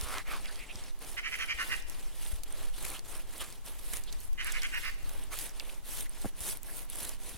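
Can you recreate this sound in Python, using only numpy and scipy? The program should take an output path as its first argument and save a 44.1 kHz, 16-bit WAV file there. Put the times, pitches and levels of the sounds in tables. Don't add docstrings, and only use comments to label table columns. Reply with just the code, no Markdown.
import sys
import numpy as np
from scipy import signal
from scipy.fft import rfft, irfft, next_fast_len
from scipy.io import wavfile
from scipy.ndimage import map_coordinates

SR = 44100
rng = np.random.default_rng(int(sys.argv[2]) if len(sys.argv) > 2 else 0)


def master(y):
    cut = np.clip(np.atleast_2d(y).T, -1, 1)
    pcm = np.round(cut * 32767)
    wavfile.write(sys.argv[1], SR, pcm.astype(np.int16))


N = 325030

# start, speed-up and slow-down in seconds, then hiss, fibre, flesh and fizz levels in dB.
SAW_STROKES = [(-0.09, .2, .13, -49.5, -49, -49.5, -70), (0.255, .065, .14, -54, -51.5, -50, -57),
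               (0.39, 0.11, .22, -57, -54, -53.5, -69), (0.649, 0.18, 0.095, -59.5, -53, -53, -72),
               (1.001, 0.025, 0.22, -50.5, -54, -52, -62), (1.24, .11, 0.29, -52.5, -55.5, -58, -69),
               (1.539, 0.14, 0.16, -50, -48.5, -54, -57), (1.86, .04, 0.3, -54, -55, -56, -71),
               (2.111, 0.16, 0.14, -49, -53.5, -56, -63), (2.44, 0.18, 0.1, -53.5, -53.5, -52, -64),
               (2.713, .18, 0.12, -47.5, -50.5, -51, -62), (3.022, 0.11, 0.13, -50, -55, -53, -64),
               (3.256, 0.11, 0.24, -53, -54, -55, -59), (3.636, 0.047, 0.11, -52.5, -57, -54, -57.5),
               (3.756, 0.17, .11, -50, -54.5, -59, -53.5), (4.01, 0.11, 0.099, -60.5, -56, -58.5, -68),
               (4.15, 0.088, 0.078, -54, -64, -70, -69), (4.385, 0.13, 0.31, -51.5, -49, -56, -67),
               (4.715, .1, 0.15, -56, -48.5, -67, -50.5), (4.96, 0.2, .16, -53.5, -56.5, -53.5, -60),
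               (5.296, 0.12, 0.11, -46, -49.5, -53.5, -54), (5.509, 0.12, 0.19, -54, -57, -53.5, -76),
               (5.828, 0.14, 0.11, -44, -50.5, -55, -53), (6.087, 0.14, 0.09, -51.5, -54.5, -56, -66),
               (6.347, 0.13, 0.12, -44, -51.5, -53, -59), (6.609, 0.16, .115, -48.5, -59.5, -56.5, -53.5),
               (6.88, .15, 0.15, -45, -50, -53, -62), (7.179, 0.092, .14, -51.5, -54.5, -54, -62)]
SPEED_EXPONENTS = [0.91, 0.58, 0.71, 0.5]
TURN_FLOOR_DB = [-65.5, -67, -60.5, -80]
BITE_DB_SHARES = [1.0, 1.0, 0.73, 1]
# centre in seconds, half width in seconds, boost in dB.
STRAND_BITES = [(1.69, 0.0089, 0.5), (2.851, 0.0042, 6), (3.416, 0.013, 9), (3.677, 0.0066, 2),
                (3.793, .005, 6), (3.938, .005, 8), (3.971, 0.02, 6), (4.521, 0.0056, 3), (5.325, 0.014, 7),
                (5.388, 0.0094, 1), (6.006, 0.0163, 1), (6.476, 0.029, 4), (7.052, 0.0098, 2.5),
                (7.29, 0.01, 2.5)]
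# frequency in Hz, relative level in dB.
HISS_SPECTRUM = [(2000, -23.5), (5000, -12.5), (7000, -7.5), (8700, -1), (10300, 1.5), (12500, -5),
                 (16000, -13)]
FIBRE_SPECTRUM = [(300, -23.5), (900, -18.5), (1800, -2.5), (3100, 0), (4500, -2.5), (6500, -5.5),
                  (10000, -5), (16000, -45)]
FLESH_SPECTRUM = [(40, 8.5), (110, 4), (160, -6.5), (300, 1.5), (550, 0.5), (900, 0), (1600, -5.5),
                  (3500, -8.5), (9000, -46)]
FIZZ_SPECTRUM = [(4000, -3), (8000, -38), (11000, 2.5), (13000, -0.5), (16000, -4)]
RUMBLE_SPECTRUM = [(2, -21), (5.5, -5), (8.5, 16.5), (13, 15), (36, 1.5), (55, -7.5), (80, -10.5),
                   (140, -28.5), (300, -44), (1000, -45)]
HUSH_SPECTRUM = [(59, -14), (100, 1), (150, 9), (322, 3), (2630, -13.5), (6560, -7.5), (9820, -10),
                 (16000, -11)]
THROAT_SPECTRUM = [(500, -71), (950, -17), (1180, -7.5), (1550, -4.5), (1850, 3.5), (2200, -1.5),
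                   (2500, -4), (2850, -2), (3200, -21.5), (3800, -18), (5300, -16.5), (6500, -20),
                   (7600, -65), (12000, -60)]
# time in seconds, relative level in dB.
AIR_LEVELS = [(0.0, -57.5), (1.54, -59.5), (1.76, -54), (2.91, -55), (3.26, -56.5), (3.53, -62),
              (3.88, -53), (5.15, -54), (5.23, -56.5), (7.37, -57.5)]
# start in seconds, peak in dB, centre in Hz, Q, T60 in seconds.
WET_TICKS = [(0.012, -21.5, 5500, 0.67, 0.0036), (0.183, -22.5, 2460, 0.27, 0.0078),
             (0.457, -33, 2970, 2.8, 0.011), (0.558, -35, 4740, 2.2, 0.012), (0.757, -30, 5250, 6.6, .004),
             (0.839, -34, 5640, 7.7, .004), (0.992, -36, 10600, 4.7, .003), (1.116, -28, 9100, 8.9, 0.0023),
             (1.898, -24, 9530, 3.8, 0.0016), (2.263, -32, 3450, 4, .0045),
             (2.4344, -28.5, 6000, 0.29, 0.026), (2.525, -28.5, 9100, 17, .004),
             (2.884, -30, 8300, 1.7, .0046), (2.889, -26, 10000, 2.8, .003),
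             (2.902, -24, 10200, 10, 0.0077), (2.993, -30, 4900, 1.4, 0.0055),
             (3.38, -27, 10200, 15, .0034), (3.408, -35, 5000, 0.83, 0.0049), (3.503, -36, 9300, 2.1, .005),
             (3.526, -32, 6400, 2.2, 0.0034), (3.662, -29, 8950, 2.7, .004),
             (3.791, -38.5, 4370, 0.2, .008), (3.9348, -24, 7660, 0.91, 0.0094),
             (3.97, -22.5, 7900, 1.9, 0.0026), (4.037, -32, 6500, 1.5, .014),
             (4.126, -30.5, 5800, 1.6, 0.026), (4.204, -29, 11500, 5, .002),
             (4.331, -38, 8000, 0.65, 0.018), (4.446, -21, 11000, 3, .002), (4.47, -26, 8300, 1.8, .0023),
             (4.522, -22, 8350, 2, 0.0048), (4.62, -24, 5300, 5.3, .0045),
             (4.633, -22.5, 7460, 2.2, 0.0046), (4.836, -37.5, 10200, 6.3, .003),
             (5.094, -29, 6250, 0.33, 0.0073), (5.238, -32, 9000, 6.2, 0.003),
             (5.318, -41, 3740, 1.3, 0.012), (5.389, -18.5, 6800, 0.44, .0035),
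             (5.598, -24, 4020, 3.5, .008), (6.008, -19.5, 7650, 1.4, 0.004), (6.095, -28, 9400, 9, 0.0024),
             (6.406, -22.5, 8340, 1.9, .002), (6.572, -26, 11900, 5.1, 0.0056),
             (6.632, -24, 9800, 2.6, 0.0036), (6.77, -27.5, 11000, 6.7, .0024),
             (6.9, -26.5, 10300, 9.7, 0.0093), (6.957, -25, 10100, 9.7, .003),
             (7.051, -23, 7500, 1.2, 0.0027), (7.093, -22.5, 9100, 2.3, 0.0064)]
# start in seconds, peak in dB, contact time in seconds.
BOARD_THUDS = [(0.02, -34, 0.012), (0.747, -43, .008), (1.537, -36, 0.03), (2.322, -28, 0.03),
               (2.384, -34, 0.049), (3.237, -43, 0.022), (6.2448, -28.5, 0.00049), (6.255, -29, 0.00045),
               (6.401, -40.5, 0.0099), (7.34, -43, 0.007)]
# frequency in Hz, relative level in dB, T60 in seconds.
BOARD_MODES = [(56.5, -8.5, 0.088), (90, -3, 0.038), (143, -3.5, 0.028), (205, -0.5, 0.031),
               (308, 1.5, 0.014), (540, -4, 0.023), (730, -6, 0.011)]
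# hardest press, build-up and release in seconds, level in dB.
BONE_RASPS = [(0.18, 0.17, 0.037, -40), (0.345, 0.1, .055, -41.5), (2.961, 0.22, 0.038, -52.5),
              (3.14, 0.099, 0.1, -60), (3.42, 0.025, 0.059, -48), (5.328, 0.024, 0.041, -44.5)]
# frequency in Hz, Q, relative level in dB.
BONE_MODES = [(654, 3.6, 3), (1200, 2.8, 15.5), (2110, 6.68, 3.5), (3160, 5.5, -40), (4260, 32, -51)]
# centre in seconds, level in dB, pitch in Hz, half-height length in seconds.
MEAT_SQUEAKS = [(0.193, -45, 1980, .048), (0.299, -46.5, 2200, 0.062), (0.459, -47.5, 2320, 0.027),
                (0.487, -49, 4070, 0.012), (0.495, -50, 1620, 0.032), (0.619, -49, 2340, 0.057),
                (0.707, -47.5, 2580, 0.035), (2.748, -55, 3190, 0.019), (2.959, -45.5, 3040, 0.028),
                (3.411, -44, 3070, 0.03), (3.938, -45.5, 1820, 0.011), (4.089, -50.5, 3620, .028),
                (5.605, -42.5, 2590, 0.0082), (5.697, -46.5, 2600, 0.0075), (6.063, -50, 1990, .014),
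                (6.695, -51, 1650, 0.017)]
# centre in seconds, level in dB, half-height length in seconds, pitch ratio.
MAGPIE_NOTES = [(1.187, -40.5, .03, 1.08), (1.265, -39, .048, 1.105), (1.339, -38, 0.04, 1.085),
                (1.417, -39, 0.051, 1.09), (1.511, -37.5, .044, 1.09), (1.61, -37.5, .047, 1.02),
                (1.727, -37.5, .046, 1), (4.41, -41.5, 0.042, 1.09), (4.477, -43.5, 0.054, 1.0),
                (4.563, -42, 0.042, 1.01), (4.647, -39.5, .038, 1.1), (4.757, -40.5, .054, 1.015),
                (4.867, -40.5, .05, .97)]
# frequency in Hz, T60 in seconds.
TREE_DECAY = [(300, 0.14), (2000, 0.6), (7000, 0.92)]


def amp(db):
    return 10 ** (np.asarray(db) / 20)


def unit(x):
    return x / np.sqrt(np.mean(x ** 2) + 1e-20)


def along(points, hz):
    knots_hz, values = np.transpose(points)
    return np.interp(np.log(hz + 1), np.log(knots_hz + 1), values)


def wobble(rate_hz):
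    knots = rng.standard_normal(int(N * rate_hz / SR) + 4)
    return map_coordinates(knots, [np.arange(N) * rate_hz / SR])


def filtered(x, response):
    n = x.shape[-1]
    size = next_fast_len(n + 8192)
    return irfft(rfft(x, size) * response(np.fft.rfftfreq(size, 1 / SR)), size)[..., :n]


def coloured(x, spectrum):
    return unit(filtered(x, lambda hz: amp(along(spectrum, hz))))


def resonance(hz, centre_hz, q):
    damping = 1j * hz * centre_hz / q
    return damping / (centre_hz ** 2 - hz ** 2 + damping)


def add(track, start_s, sound):
    start = max(round(start_s * SR), 0)
    part = track[..., start:start + sound.shape[-1]]
    part += sound[..., :part.shape[-1]]


def spread(pair, width):
    mid, side = pair
    return np.array([mid + width * side, mid - width * side]) / np.sqrt(1 + width ** 2)


def placed(x, right_db, lag_ms):
    side = np.array([[-.5], [.5]])
    return filtered(x, lambda hz: amp(side * right_db) * np.exp(-2j * np.pi * hz * side * lag_ms / 1000))


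def crackle(rate_hz, friction, width):
    grains = unit(rng.standard_normal((2, N)) * (rng.random((2, N)) < rate_hz / SR))
    return spread(unit(grains + friction * rng.standard_normal((2, N))), width)


def swell(length_s):
    return np.hanning(max(int(2 * length_s * SR), 8))


def patchy(x, depth_db, bands, frames):
    spectra = signal.stft(x, nperseg=256)[2]
    patch = np.outer(np.hanning(bands), np.hanning(frames))
    field = unit(signal.fftconvolve(rng.standard_normal(spectra.shape[-2:]), patch, "same"))
    return unit(signal.istft(spectra * amp(depth_db * field), nperseg=256)[1][..., :x.shape[-1]])


def stroke_levels_db():
    t = np.arange(N) / SR
    power = np.ones(N) * amp(TURN_FLOOR_DB)[:, None] ** 2
    for start_s, rise_s, fall_s, *levels_db in SAW_STROKES:
        end_s = start_s + rise_s + fall_s
        during = (t > start_s) & (t < end_s)
        speed = np.sin(np.interp(t[during], [start_s, start_s + rise_s, end_s], [0, np.pi / 2, np.pi]))
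        power[:, during] += (amp(levels_db)[:, None] * speed ** np.array(SPEED_EXPONENTS)[:, None]) ** 2
    bite_db = sum(db * np.exp(-((t - at_s) / half_s) ** 2) for at_s, half_s, db in STRAND_BITES)
    return 10 * np.log10(power) + np.outer(BITE_DB_SHARES, bite_db)


def sawing():
    hiss_db, fibre_db, flesh_db, fizz_db = stroke_levels_db()
    effort = amp(hiss_db - np.mean(hiss_db))
    edge_catch_db, toughness_db = 1.66 * wobble(150), wobble(22)
    hiss = coloured(crackle(1200 * effort, friction=0.84, width=0.57), HISS_SPECTRUM)
    fibres = coloured(crackle(900 * effort, friction=1.45, width=0.29), FIBRE_SPECTRUM)
    flesh = coloured(crackle(600 * effort, friction=1.46, width=0.33), FLESH_SPECTRUM)
    fizz = coloured(crackle(700 * effort, friction=0.39, width=0.56), FIZZ_SPECTRUM)
    hiss, fibres, fizz = (patchy(x, depth_db=2.5, bands=8, frames=15) for x in (hiss, fibres, fizz))
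    grip = amp(edge_catch_db + toughness_db)
    edge = grip * (amp(hiss_db) * hiss + amp(fibre_db) * fibres)
    juice = grip * amp(fizz_db) * fizz
    drag = amp(flesh_db + 0.52 * wobble(40)) * flesh
    return (placed(edge, right_db=0.7, lag_ms=0.0075)
            + placed(juice, right_db=6, lag_ms=0.009)
            + placed(drag, right_db=0.9, lag_ms=0.0056))


def air(rumble_gain_db=18.5, hush_db=-61):
    level_db = np.interp(np.arange(N) / SR, *np.transpose(AIR_LEVELS))
    gusts = amp(level_db + rumble_gain_db + 0.5 * wobble(18))
    rumble = coloured(spread(rng.standard_normal((2, N)), width=3.17), RUMBLE_SPECTRUM)
    hush = coloured(spread(rng.standard_normal((2, N)), width=0.85), HUSH_SPECTRUM)
    return placed(gusts * rumble, right_db=1, lag_ms=0) + amp(hush_db) * hush


def small_tick_rows(per_stroke=3, over_hiss_db=12, centre_hz=9200, q=4.9, t60_s=0.0015):
    rows = []
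    for start_s, rise_s, fall_s, hiss_db, *_ in np.repeat(SAW_STROKES, per_stroke, axis=0):
        at_s = start_s + rng.beta(2, 2) * (rise_s + fall_s)
        peak_db = hiss_db + over_hiss_db + rng.normal(0, 2.5)
        octaves = rng.normal(0, 0.4)
        rows.append((at_s, peak_db, centre_hz * 2 ** octaves, q, t60_s))
    return rows


def ticks():
    track, t = np.zeros((2, N)), np.arange(SR // 30) / SR
    for start_s, peak_db, centre_hz, q, t60_s in WET_TICKS + small_tick_rows():
        burst = spread(rng.standard_normal((2, len(t))), width=0.39) * amp(-60 * t / t60_s)
        snap = filtered(burst, lambda hz: resonance(hz, centre_hz, q) * resonance(hz, centre_hz, q=0.3))
        add(track, start_s, amp(peak_db) * snap / np.abs(snap).max())
    return placed(track, right_db=2.5, lag_ms=0.0073)


def thuds(slap_db=-6.5, slap_hz=650, slap_t60_s=0.027):
    track, t = np.zeros(N), np.arange(SR // 6) / SR
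    for start_s, peak_db, contact_s in BOARD_THUDS:
        ring = sum((-1) ** k * amp(db + rng.normal(0, 1) - 60 * t / t60_s) * np.sin(2 * np.pi * hz * t)
                   for k, (hz, db, t60_s) in enumerate(BOARD_MODES))
        splash = filtered(rng.standard_normal(len(t)), lambda hz: resonance(hz, slap_hz, q=0.9) ** 2)
        slap = amp(slap_db - 60 * t / slap_t60_s) * unit(splash)
        knock = filtered(ring + slap, lambda hz: 1 / (1 + 1j * hz * contact_s) ** 3)
        add(track, start_s, amp(peak_db) * knock / np.abs(knock).max())
    return placed(track, right_db=-4, lag_ms=0.02)


def rasp(range_db=22.5):
    pressure, t = np.zeros(N), np.arange(N) / SR
    for press_s, build_s, release_s, db in BONE_RASPS:
        away = np.maximum((press_s - t) / build_s, (t - press_s) / release_s)
        pressure += amp(db - range_db * away ** 2)
    slips = crackle(1000, friction=1, width=0.17)
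    bone = lambda hz: sum(amp(db) * resonance(hz, mode_hz, q) for mode_hz, q, db in BONE_MODES)
    return placed(pressure * unit(filtered(slips, bone)), right_db=1, lag_ms=0.0077)


def squeaks():
    track = np.zeros((2, N))
    for centre_s, db, pitch_hz, length_s in MEAT_SQUEAKS:
        envelope = swell(length_s)
        slips = spread(rng.standard_normal((2, len(envelope))), width=0.32)
        band = unit(filtered(slips, lambda hz: resonance(hz, pitch_hz, q=2.9) ** 2))
        add(track, centre_s - length_s, amp(db) * envelope * band)
    return placed(track, right_db=3, lag_ms=0.015)


def magpie_note(length_s, pitch_ratio, pulse_hz=310, jitter=0.2, rough_db=1.8, turbulence=0.55):
    opening = swell(length_s)
    n = len(opening)
    periods = np.exp(jitter * rng.standard_normal(120)) * SR / (pulse_hz * pitch_ratio)
    strengths = amp(rng.normal(0, rough_db, size=120))
    pulses = np.bincount(np.cumsum(periods).astype(int), strengths, minlength=n)[:n]
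    source = unit(pulses) + turbulence * rng.standard_normal(n)
    ring_hz = (1300, 1900, 2250, 2800)
    allpass = lambda hz: np.prod([1 - 2 * resonance(hz, mode_hz, q=6) for mode_hz in ring_hz], axis=0)
    throat = lambda hz: amp(along(THROAT_SPECTRUM, hz / pitch_ratio)) * allpass(hz / pitch_ratio)
    open_beak = patchy(filtered(source, throat), depth_db=1.5, bands=5, frames=21)
    half_shut = filtered(open_beak, lambda hz: np.abs(resonance(hz, 2150 * pitch_ratio, q=0.55)))
    return unit(opening * (opening * open_beak + (1 - opening) * half_shut))


def magpie(scatter_db=-6, scatter_t60_s=0.022, echo_db=-7.5):
    voice, t = np.zeros((2, N)), np.arange(SR // 25) / SR
    for centre_s, db, length_s, pitch_ratio in MAGPIE_NOTES:
        note = magpie_note(length_s, pitch_ratio)
        scatter = unit(rng.standard_normal((2, len(t))) * amp(-60 * t / scatter_t60_s))
        paths = amp(scatter_db) * scatter / np.sqrt(len(t))
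        paths[:, 0] = 1
        add(voice, centre_s - length_s, amp(db) * signal.fftconvolve(note[None], paths, axes=1))
    echo = amp(echo_db) * tree_echo(voice.mean(0))
    return placed(voice, right_db=3.5, lag_ms=0.11) + placed(echo, right_db=1, lag_ms=0.02)


def tree_echo(x):
    hz, t, spectra = signal.stft(rng.standard_normal((2, SR)), SR, nperseg=256)
    decay = amp(-60 * t / along(TREE_DECAY, hz)[:, None])
    tail = signal.istft(spectra * decay, SR, nperseg=256)[1]
    return signal.fftconvolve(x[None], tail / np.linalg.norm(tail[0]), axes=1)[:, :N]


def scene():
    return sawing() + air() + ticks() + thuds() + rasp() + squeaks() + magpie()


def record(dry):
    top_hz = 16050
    return filtered(dry, lambda hz: hz < top_hz)


dry = scene()
out = record(dry)
master(out)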